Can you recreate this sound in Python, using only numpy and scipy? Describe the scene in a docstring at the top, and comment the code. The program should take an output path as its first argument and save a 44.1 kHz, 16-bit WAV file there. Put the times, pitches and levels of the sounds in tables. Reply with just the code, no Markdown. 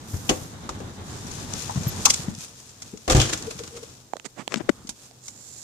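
"""Getting into a car at night

Over a low outdoor rumble a door latch pops, clothes rustle, the seat bumps and a metal fitting clacks.
The door is slammed from inside: its steel skin shakes, the cabin air booms and loose trim rattles.
The outdoor rumble is shut out. Then fingers tap and rub the microphone's casing beside its two
sound holes, the left and right ports."""
import sys
import numpy as np
from scipy import signal
from scipy.fft import rfft, irfft, next_fast_len
from scipy.io import wavfile

SR = 44100
rng = np.random.default_rng(int(sys.argv[2]) if len(sys.argv) > 2 else 0)


def master(y):
    """Save y as 16-bit WAV."""
    cut = np.clip(np.atleast_2d(y).T, -1, 1)
    pcm = np.round(cut * 32767)  # scale
    wavfile.write(sys.argv[1], SR, pcm.astype(np.int16))


N = 248283
TIME = np.arange(N) / SR
SIZE = next_fast_len(N + SR // 2, True) // 2 * 2   # padded length for filtering
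BINS = np.arange(SIZE // 2 + 1) * SR / SIZE   # frequencies in Hz
SHUT_S, SHUT_TAKES_S = 4, .1   # when and how fast it gets quiet after the slam
KNOCK_S = 4.692
# tone of a dull scuff on seat or casing: f/Hz, level/dB
SCUFF = [(60, 12), (300, -1), (700, -3.5), (1200, -9), (2000, -10), (3500, -20.5), (9000, -45)]


def amp(db):
    """Turn decibels into a gain."""
    return np.exp(np.asarray(db) / 20 * np.log(10))


def unit(x):
    """Scale a signal to an average power of 1."""
    return x / np.sqrt(np.mean(x ** 2) + 1e-20)


def per_bin(points):
    """Join the points of a table over frequency, on a log axis."""
    hz, value = np.transpose(points)
    return np.interp(np.log(BINS + 1), np.log(hz), value)


def pan(side_db):
    """Left and right gains of constant total power; side_db is left minus right."""
    gains = amp(np.array([[.5], [-.5]]) * side_db)
    return gains / np.sqrt(np.mean(gains ** 2, axis=0))


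def colour(x, spectrum):
    """Give a sound the tone in a table; white noise keeps its level."""
    cepstrum = irfft(np.log(unit(amp(per_bin(spectrum)))))
    # minimum phase: nothing rings ahead of the sound that causes it
    cepstrum[1:SIZE // 2] *= 2
    cepstrum[SIZE // 2 + 1:] = 0
    return irfft(rfft(x, SIZE) * np.exp(rfft(cepstrum)))[..., :N]


def stereo_noise():
    """White noise at the two ports: alike in the bass, unrelated in the treble."""
    # how alike the ports sound: f/Hz, correlation
    likeness = [(40, 0.74), (150, 0.89), (400, 0.76), (1000, 0), (3000, 0), (8000, 0.0077)]
    alike = np.clip(per_bin(likeness), -1, 1)
    mid, side = rfft(rng.standard_normal((2, SIZE)))
    mid, side = mid * np.sqrt(1 + alike), side * np.sqrt(1 - alike)
    return unit(irfft(np.array([mid + side, mid - side]))[:, :N])


def flutter(rate, depth_db):
    """A gain that wanders at random, about rate times a second."""
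    steps = amp(depth_db * rng.standard_normal(N // 20))
    return np.interp(TIME * rate, np.arange(len(steps)), steps)


def swell(s, rise, t60, hold=0):
    """A loudness curve: climbs 30 dB within rise, peaks at time s, holds, then drops 60 dB in t60."""
    span = slice(max(0, int((s - 3 * rise) * SR)), int((s + hold + 2 * t60) * SR))
    late, envelope = TIME[span] - s, np.zeros(N)
    envelope[span] = amp(np.minimum(30 * late / rise, -60 * np.maximum(late - hold, 0) / t60))
    return envelope


def stroke(s, length):
    """The bell-shaped loudness curve of a sliding move, above half height for its length."""
    return .5 ** np.minimum((2 * (TIME - s) / length) ** 2, 20)


def ramp(s, length):
    """Go from 0 to 1 around time s."""
    return np.clip((TIME - s) / length + .5, 0, 1)


def together(envelopes):
    """Loudness curves of unrelated sounds add in power."""
    return np.sqrt(sum(e ** 2 for e in envelopes))


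def ring(x, hz, t60):
    """One mode, a natural note of an object: a click sets off a fading sine wave."""
    decay, angle = np.exp(-np.log(1000) / (t60 * SR)), 2 * np.pi * hz / SR
    return signal.lfilter([0, np.sin(angle)], [1, -2 * decay * np.cos(angle), decay ** 2], x + 1e-18)


def body(force, modes):
    """One force rings all the modes of an object; the energy is kept."""
    ringing = sum(amp(db) * ring(force, hz, t60) for hz, db, t60 in modes)
    return unit(ringing) * np.sqrt(np.mean(force ** 2))


def resonance(x, hz, width_hz):
    """Let through one band of pitches, with gain 1 at its centre."""
    return signal.lfilter(*signal.iirpeak(hz, hz / width_hz, fs=SR), x + 1e-18)


def cabin(x, t60, wet_db):
    """Add dense echoes from glass and trim, soon soaked up by the seats."""
    t = TIME[:SR // 2]
    tail = rng.standard_normal((2, len(t))) * np.exp(-np.log(1000) * t / t60) * (t > .003)
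    tail /= np.sqrt(np.sum(tail ** 2, axis=1, keepdims=True))
    return x + amp(wet_db) * signal.fftconvolve(x, tail, axes=1)[:, :N]


def background():
    """Outdoor rumble, shut out in two steps; the rocking car body, a faint hum and a steady hiss."""
    # tone of the rumble: f/Hz, level/dB
    rumble_tone = [(15, -23), (25, 1), (45, -16), (97, -1), (168, -7), (229, -6.5), (382, -14.5),
                   (427, -14.5), (622, -20), (812, -17.5), (1730, -24), (2630, -32), (3750, -27),
                   (5000, -37.5), (6500, -65), (11000, -120)]
    # tone of the hiss: f/Hz, level/dB
    hiss_tone = [(100, -9), (500, -4), (2000, -19.5), (7000, -11), (11000, -23), (16000, -21)]
    # the car rocks on entry, after the slam and as the driver settles: t/s, rise/s, t60/s, level/dB
    rocks = [(2.0, 2.1, 0.69, -36.5), (3.25, .2, 2.0, -36.5), (5.63, .8, .5, -57)]
    # quieter as the microphone moves inside, and again once the door is shut
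    outdoors_db = -39.5 - 14 * ramp(2.37, length=.13) - 6 * ramp(SHUT_S, SHUT_TAKES_S)
    rocking = [amp(db) * swell(s, rise, t60) for s, rise, t60, db in rocks]
    jolt = amp(-48) * swell(KNOCK_S, rise=.49, t60=1.55)   # the knock stirs the cabin too
    loudness = together([amp(outdoors_db), jolt] + rocking)
    rumble = loudness * colour(stereo_noise(), rumble_tone) * flutter(rate=20, depth_db=2.5)
    hum = amp(-59.5) * np.sin(2 * np.pi * 124.6 * TIME) * flutter(rate=9, depth_db=2.5)
    hiss = amp(-57.5) * colour(stereo_noise(), hiss_tone)
    return rumble * pan(side_db=-.7) + hum + hiss


def clothes():
    """Fabric catches and slips in fine grains as it slides."""
    # clothes slide over the seat: t/s, length/s, level/dB, left-right/dB
    slides = [(0.273, 0.35, -47.5, -5), (1.17, .2, -42.5, 1), (1.38, .24, -39.5, 6), (1.616, .19, -35, 7),
              (1.832, 0.45, -37.5, 7), (2.121, 0.23, -33, 1), (2.426, 0.1, -38.5, 2),
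              (2.61, 0.16, -48.5, 3), (2.89, 0.078, -48.5, 2), (3.44, 0.55, -44, 2),
              (3.865, 0.23, -51.5, 5), (4.725, 0.49, -56, -6), (5.04, 0.094, -47, -2.5)]
    # tone of cloth on the seat: f/Hz, level/dB
    seat_tone = [(710, -9.5), (1200, -7.5), (1620, -9.5), (2230, -11.5), (2460, -5.5), (2920, -8.5),
                 (3460, -5.5), (4290, -5.5), (5200, -2.5), (6730, 0.5), (9990, -10), (14500, -20.5),
                 (15500, -25)]
    # a sleeve reaches for the handle and pulls it: t/s, length/s, level/dB
    reaches = [(.15, .12, -43), (.34, .22, -44)]
    # tone of the sleeve: f/Hz, level/dB
    sleeve_tone = [(2000, -29), (6000, 1), (9000, -5), (12500, -5), (16000, -15)]
    # a jacket brushes close to the right port: t/s, length/s, level/dB
    brushes = [(5.276, 0.063, -41.5), (5.577, 0.37, -43)]
    # tone of the jacket: f/Hz, level/dB
    jacket_tone = [(3000, -17.5), (4200, -9), (6000, -3.5), (7200, 3.5), (8500, -10), (11000, -16.5),
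                   (15000, -27)]
    stir = amp(-51 - 7.5 * ramp(SHUT_S, SHUT_TAKES_S)) * pan(side_db=3)   # faint rustle between moves
    moves = [amp(db) * stroke(s, length) * pan(side_db) for s, length, db, side_db in slides]
    grains = flutter(rate=580, depth_db=2) * flutter(rate=43, depth_db=1)
    seat = together([stir] + moves) * colour(unit(stereo_noise() * grains), seat_tone)
    friction = stereo_noise() * grains
    sleeve = together(amp(db) * stroke(s, length) for s, length, db in reaches)
    jacket = together(amp(db) * stroke(s, length) for s, length, db in brushes) * pan(side_db=-6.5)
    return seat + sleeve * colour(friction, sleeve_tone) + jacket * colour(friction, jacket_tone)


def wobble(s, hz):
    """A tone of unsteady pitch that passes through zero at time s."""
    turns = np.cumsum(hz * flutter(rate=350, depth_db=.8)) / SR
    return np.sin(2 * np.pi * (turns - turns[round(s * SR)]))


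def seat_bumps():
    """Weight shifts on seat and trim: a bump swings and scuffs, a creak lasts while a part slips."""
    # soft bumps on seat and floor: t/s, level/dB, f/Hz
    bumps = [(.142, -16, 92), (.165, -25, 185), (.419, -25, 94), (.813, -31, 211), (1.252, -28, 234),
             (1.761, -16.5, 176), (1.776, -13.5, 122), (1.809, -23.5, 177), (1.869, -11, 120),
             (2.196, -24.5, 149), (2.284, -13.5, 196), (2.383, -29.5, 160), (2.937, -25.5, 200),
             (3.56, -30.5, 120), (4.851, -31.5, 234), (4.893, -33.5, 237)]
    # creaking slips of seat and trim: t/s, length/s, level/dB, f/Hz
    slips = [(2.943, .018, -36, 397), (3.483, .016, -27.5, 462), (3.609, .016, -31, 456),
             (3.76, .06, -39, 473), (3.834, .013, -36, 465), (4.79, .13, -57, 1210)]
    rise_cycles, t60_cycles = 1.4, 5.3
    weights = [amp(db) * swell(s, rise_cycles / hz, t60_cycles / hz) for s, db, hz in bumps]
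    thumps = sum(weight * wobble(s, hz) for weight, (s, _, hz) in zip(weights, bumps))
    scuffs = amp(-15) * colour(together(weights) * stereo_noise(), SCUFF)
    creaks = sum(amp(db) * stroke(s, length) * wobble(s, hz) for s, length, db, hz in slips)
    return cabin((thumps + scuffs + creaks) * pan(side_db=3), t60=.28, wet_db=-9)


def contact(s, hold, rise, t60):
    """The loudness of a blow, then of softer grinding while the parts press on each other."""
    return together([swell(s, rise, t60), amp(-5) * swell(s, rise, t60, hold)])


def door():
    """Each contact shakes the steel skin and sets latch and trim chattering; loose trim rattles on."""
    # the latch opens, the door passes two notches, then meets two catches and the seal:
    # t/s, hold/s, skin level/dB, latch and trim level/dB
    contacts = [(.2935, .003, -18.5, -15.5), (.692, 0.00092, -36, -31), (.803, .002, -37, -45),
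                (3.079, .002, -20.5, -25), (3.099, .024, -19.5, -16), (3.149, .045, -18.5, -22)]
    # loose trim rattles after the slam: t/s, rise/s, level/dB
    rattles = [(3.124, .01, -19), (3.166, .006, -19.5), (3.200, .003, -17.5), (3.217, .025, -17),
               (3.298, .025, -24.5), (3.334, .02, -20.5), (3.51, .01, -30.5), (3.592, .014, -33),
               (3.637, .007, -34), (3.678, .02, -39), (3.774, .05, -37), (3.832, .008, -38)]
    # tone of the door skin: f/Hz, level/dB
    skin_tone = [(76, 1.5), (130, -15), (335, -3.5), (674, -7), (749, -6.5), (1070, -17.5), (1190, -12.5),
                 (1350, -23.5), (2200, -21.5), (2860, -19.5), (4840, -120)]
    # modes of the door skin: f/Hz, level/dB, t60/s
    skin_modes = [(172, -7, .2), (319, -1, .18), (372, -4, .1), (440, -7, .15), (514, -4, .2),
                  (603, -6, .18), (658, -8, .18), (745, -4, .12), (905, -14, .12), (1180, -13, .06),
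                  (1540, -16, .12)]
    # tone of latch and trim: f/Hz, level/dB
    trim_tone = [(530, -33), (900, -32.5), (1050, -1.5), (1880, -7), (2540, -6.5), (3340, -5.5), (3850, -6),
                 (5000, -6), (5500, -3), (7060, -2.5), (7960, -7.5), (9290, -13), (15500, -30)]
    shiver = amp(-26.5) * swell(3.23, rise=.013, t60=.42)
    loose = together([shiver] + [amp(db) * swell(s, rise, t60=.059) for s, rise, db in rattles])
    skin_hits = [amp(db) * contact(s, hold, rise=.003, t60=.15) for s, hold, db, _ in contacts]
    trim_hits = [amp(db) * contact(s, hold, rise=.0018, t60=.062) for s, hold, _, db in contacts]
    force = together([amp(-9) * loose] + skin_hits) * stereo_noise()   # rattles reach the skin weakly
    skin = amp(-.5) * colour(force, skin_tone) + amp(-7) * body(force, skin_modes)
    grit = unit(stereo_noise() * flutter(rate=700, depth_db=1.5))
    chatter = colour(together([loose] + trim_hits) * grit, trim_tone)
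    return cabin(skin + chatter, t60=.36, wet_db=-11) * pan(side_db=2)


def small_parts():
    """Small parts buzz around one pitch each when jolted; one squeaks."""
    # jolts to parts of door, sill and seat frame: t/s, t60/s, level/dB, f/Hz
    jolts = [(0.293, 0.054, -18.5, 2900), (.306, 0.051, -15, 348), (.692, 0.031, -22, 1105),
             (1.695, .07, -22.5, 850), (1.758, .07, -35, 1050), (2.056, .045, -20, 620),
             (2.056, .05, -19, 2500), (2.064, .1, -17, 1010), (3.102, .09, -23.5, 1260),
             (3.199, 0.23, -21, 3160)]
    # one thin, high squeak: t/s, length/s, level/dB, f/Hz, width/Hz
    thin_squeak = [(1.885, .02, -30, 12600, 500)]
    width_share = .33   # a buzz's band is this wide compared with its pitch
    noise = stereo_noise()
    buzzes = [(amp(db) * swell(s, rise=.0034, t60=t60), hz, width_share * hz) for s, t60, db, hz in jolts]
    squeaks = [(amp(db) * stroke(s, length), hz, width) for s, length, db, hz, width in thin_squeak]
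    parts = sum(envelope * unit(resonance(resonance(noise, hz, width), hz, width))
                for envelope, hz, width in buzzes + squeaks)
    return parts * pan(side_db=2.5)


def near_echo(x):
    """One echo from a hard surface close by colours the sound differently at each port."""
    # the echo at the left port, then the right: delay/s, level/dB
    echoes = [(0.001453, -1), (0.0013, -6)]
    return np.array([side + amp(db) * np.interp(TIME - delay, TIME, side, left=0)
                     for side, (delay, db) in zip(x, echoes)])


def metal_clacks():
    """Metal chatters for a moment on contact; each blow of the fitting leaves a faint jingle."""
    # small metal parts tick: t/s, t60/s, level/dB, left-right/dB
    touches = [(1.313, .04, -39, 3), (1.5365, .008, -20, 7), (1.833, .03, -39, 2), (2.349, .022, -36.5, -1),
               (2.407, .02, -38, -4), (2.693, .04, -44, 0), (2.820, .05, -34, -3), (2.9734, .025, -37, 6),
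               (3.374, .07, -36, 2), (3.424, .033, -37, -2), (3.468, .027, -40, 4), (4.871, .05, -40, 1),
               (4.892, .06, -29, -9), (5.282, .021, -33, 0)]
    # a fitting lands edge first, slaps down and bounces twice: t/s, rise/s, level/dB, left-right/dB
    landings = [(2.0523, .0003, -13.5, -8), (2.056, 0.0047, -7, 8), (2.104, .014, -14, 0),
                (2.142, 0.012, -22, 0)]
    # tone of the metal: f/Hz, level/dB
    metal_tone = [(290, -64), (500, -15), (657, -24), (781, -18.5), (901, -12), (1750, -25), (2230, -15.5),
                  (3100, -15.5), (3480, -14.5), (3960, -15), (6360, -4), (9110, -16.5), (11000, -25),
                  (15500, -36)]
    # modes of the fitting: f/Hz, level/dB, t60/s
    metal_modes = [(906, -7, .13), (1057, -8, .1), (2272, -15, .11), (2455, -17, .1), (2935, -12, .09),
                   (3413, -13, .05), (3833, -14, .08), (4594, -3, .06), (5644, -4, .09), (5805, -5, .08),
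                   (5960, -4, .09), (6180, -4, .08), (6288, -2, .09), (6946, -5, .08), (7170, -1, .09),
                   (8441, -14, .06), (9453, -19, .06)]
    ticks = [amp(db) * swell(s, rise=.0008, t60=t60) * pan(side_db) for s, t60, db, side_db in touches]
    blows = [amp(db) * (swell(s, rise, t60=.03) + amp(-21.5) * swell(s, rise, t60=.13)) * pan(side_db)
             for s, rise, db, side_db in landings]
    force = together(blows + ticks) * unit(stereo_noise() * flutter(rate=1800, depth_db=3.5))
    metal = amp(3) * colour(force, metal_tone) + amp(-16.5) * body(force, metal_modes)
    return cabin(near_echo(metal), t60=.17, wet_db=-24)


def cabin_boom():
    """The closing door pushes on the cabin air, which booms and reaches the right port first."""
    # pushes of air: t/s, level/dB
    pushes = [(3.121, -22), (3.148, -9), (3.178, -16)]
    # modes of the cabin air: f/Hz, level/dB, t60/s
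    air_modes = [(48, -17, 0.29), (63.7, -6, 0.2), (105, -8.5, 0.35), (129.4, -0.5, 0.24),
                 (171, -15, 0.065), (184, -18, 0.2), (328, -29, 0.11)]
    left_delay_s = .00036
    pressure = np.zeros(N)
    for s, db in pushes:
        pressure[round(s * SR)] = amp(db)
    swing = sum(amp(db) * ring(pressure, hz, t60) for hz, db, t60 in air_modes)
    return np.array([np.interp(TIME - left_delay_s, TIME, swing), swing])


def fingers():
    """Touches travel through the casing to the nearer port: dry ticks, dead thuds, rubbing, a knock."""
    # finger taps: t/s, thud level/dB, thud f/Hz, tick level/dB, left-right/dB
    taps = [(4.1352, -12, 780, -27, -19), (4.157, -27, 514, -44, -10), (4.1676, -24.5, 620, -25, -26),
            (4.198, -35, 860, -26.5, -25), (4.246, -31.5, 470, -35, -17), (4.478, -36, 590, -15.5, -24),
            (4.522, -25, 600, -21, 15), (4.542, -26, 260, -8.5, 18), (4.559, -16, 205, -20.5, 34),
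            (4.573, -18, 235, -32, 22), (4.606, -18.5, 320, -40, 28), (5.111, -39, 680, -39, -14)]
    # tone of a tick: f/Hz, level/dB
    tick_tone = [(300, 4.5), (1500, -0.5), (3500, -2), (5500, -3.5), (7500, -4.5), (10000, -23),
                 (16000, -33)]
    # fingers slide: t/s, length/s, squeak level/dB, scuff level/dB, left-right/dB
    rubs = [(4.259, 0.015, -33, -31, -26), (4.4, 0.039, -45, -29.5, -20), (4.533, 0.042, -40.5, -31, 17),
            (4.577, 0.02, -40, -41, 0), (4.606, 0.021, -57, -29, 31), (4.695, .007, -30, -16, 16)]
    # tone of a squeaky slip: f/Hz, level/dB
    squeak_tone = [(500, -1), (1500, -3), (3500, -1.5), (5500, 0), (7800, 2.5), (10000, -17), (15000, -34)]
    thud_t60_cycles = 9.6
    thuds, ticks, slips, scuffs = 0, 0, 0, 0
    for s, thud_db, hz, tick_db, side_db in taps:
        envelope = amp(thud_db) * swell(s, rise=.0006, t60=thud_t60_cycles / hz)
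        thuds += envelope * np.sin(2 * np.pi * hz * (TIME - s)) * pan(side_db)
        ticks += amp(tick_db) * swell(s, rise=.00059, t60=.0072) * pan(side_db)
    for s, length, squeak_db, scuff_db, side_db in rubs:
        move = stroke(s, length) * pan(side_db)
        slips += amp(squeak_db) * move
        scuffs += amp(scuff_db) * move
    friction = rng.standard_normal((2, N))
    rubbing = colour(slips * friction[0], squeak_tone) + colour(scuffs * friction[1], SCUFF)
    ticking = colour(ticks * rng.standard_normal(N), tick_tone)
    stiff_casing = signal.butter(3, 161, "high", fs=SR, output="sos")   # passes no deep bass
    return signal.sosfilt(stiff_casing, thuds + ticking + rubbing + knock())


def knock():
    """A firm knock by the left port bends the casing with a thump and makes the plastic ring."""
    # modes of the casing: f/Hz, level/dB, t60/s
    casing_modes = [(570, -4, .03), (1344, -1.5, 0.01), (1520, -3, .018), (1970, -2, 0.013),
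                    (2380, -11, 0.017)]
    sag_octaves_per_s = 110   # the pitch falls as the fingertip flattens
    pitch_hz = 450 * 2 ** np.clip(-sag_octaves_per_s * (TIME - KNOCK_S), -2, 1)
    turns = np.cumsum(pitch_hz) / SR
    hit = round(KNOCK_S * SR)
    swing = np.sin(2 * np.pi * (turns - turns[hit]))
    thump = amp(-10) * swell(KNOCK_S, rise=.005, t60=.012, hold=.008) * swing
    blow = np.zeros(N)
    blow[hit] = 1
    plastic = sum((-1) ** k * amp(db) * ring(blow, hz, t60)
                  for k, (hz, db, t60) in enumerate(casing_modes))
    return (thump + amp(-6.5) * plastic) * pan(side_db=28)


def scene():
    """Everything as it reaches the two ports."""
    return (background() + clothes() + door() + small_parts() + cabin_boom()
            + metal_clacks() + seat_bumps() + fingers())


def record(dry):
    """The ports colour the sound; the deepest bass, the tallest peaks and the top treble are cut."""
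    # resonances of the ports: f/Hz, width/Hz, level/dB
    port_modes = [(2670, 220, -0.5), (4200, 230, 0.5), (6140, 170, -1), (7400, 350, 1)]
    # the right port hears more top treble, the left a little more below it: f/Hz, left-right/dB
    balance = [(150, 1), (500, 1.5), (1000, -0.6), (2000, 0), (4500, 1), (6500, 2), (8000, -6.5),
               (12000, -3.5)]
    heard = dry + sum((amp(db) - 1) * resonance(dry, hz, width) for hz, width, db in port_modes)
    heard = irfft(rfft(heard, SIZE) * pan(per_bin(balance)))[:, :N]
    heard = signal.sosfilt(signal.butter(4, 36, "high", fs=SR, output="sos"), heard)
    heard = np.clip(heard, -.75, .75)
    return signal.sosfilt(signal.cheby2(16, 90, 16500, "low", fs=SR, output="sos"), heard)


dry = scene()
out = record(dry)
master(out)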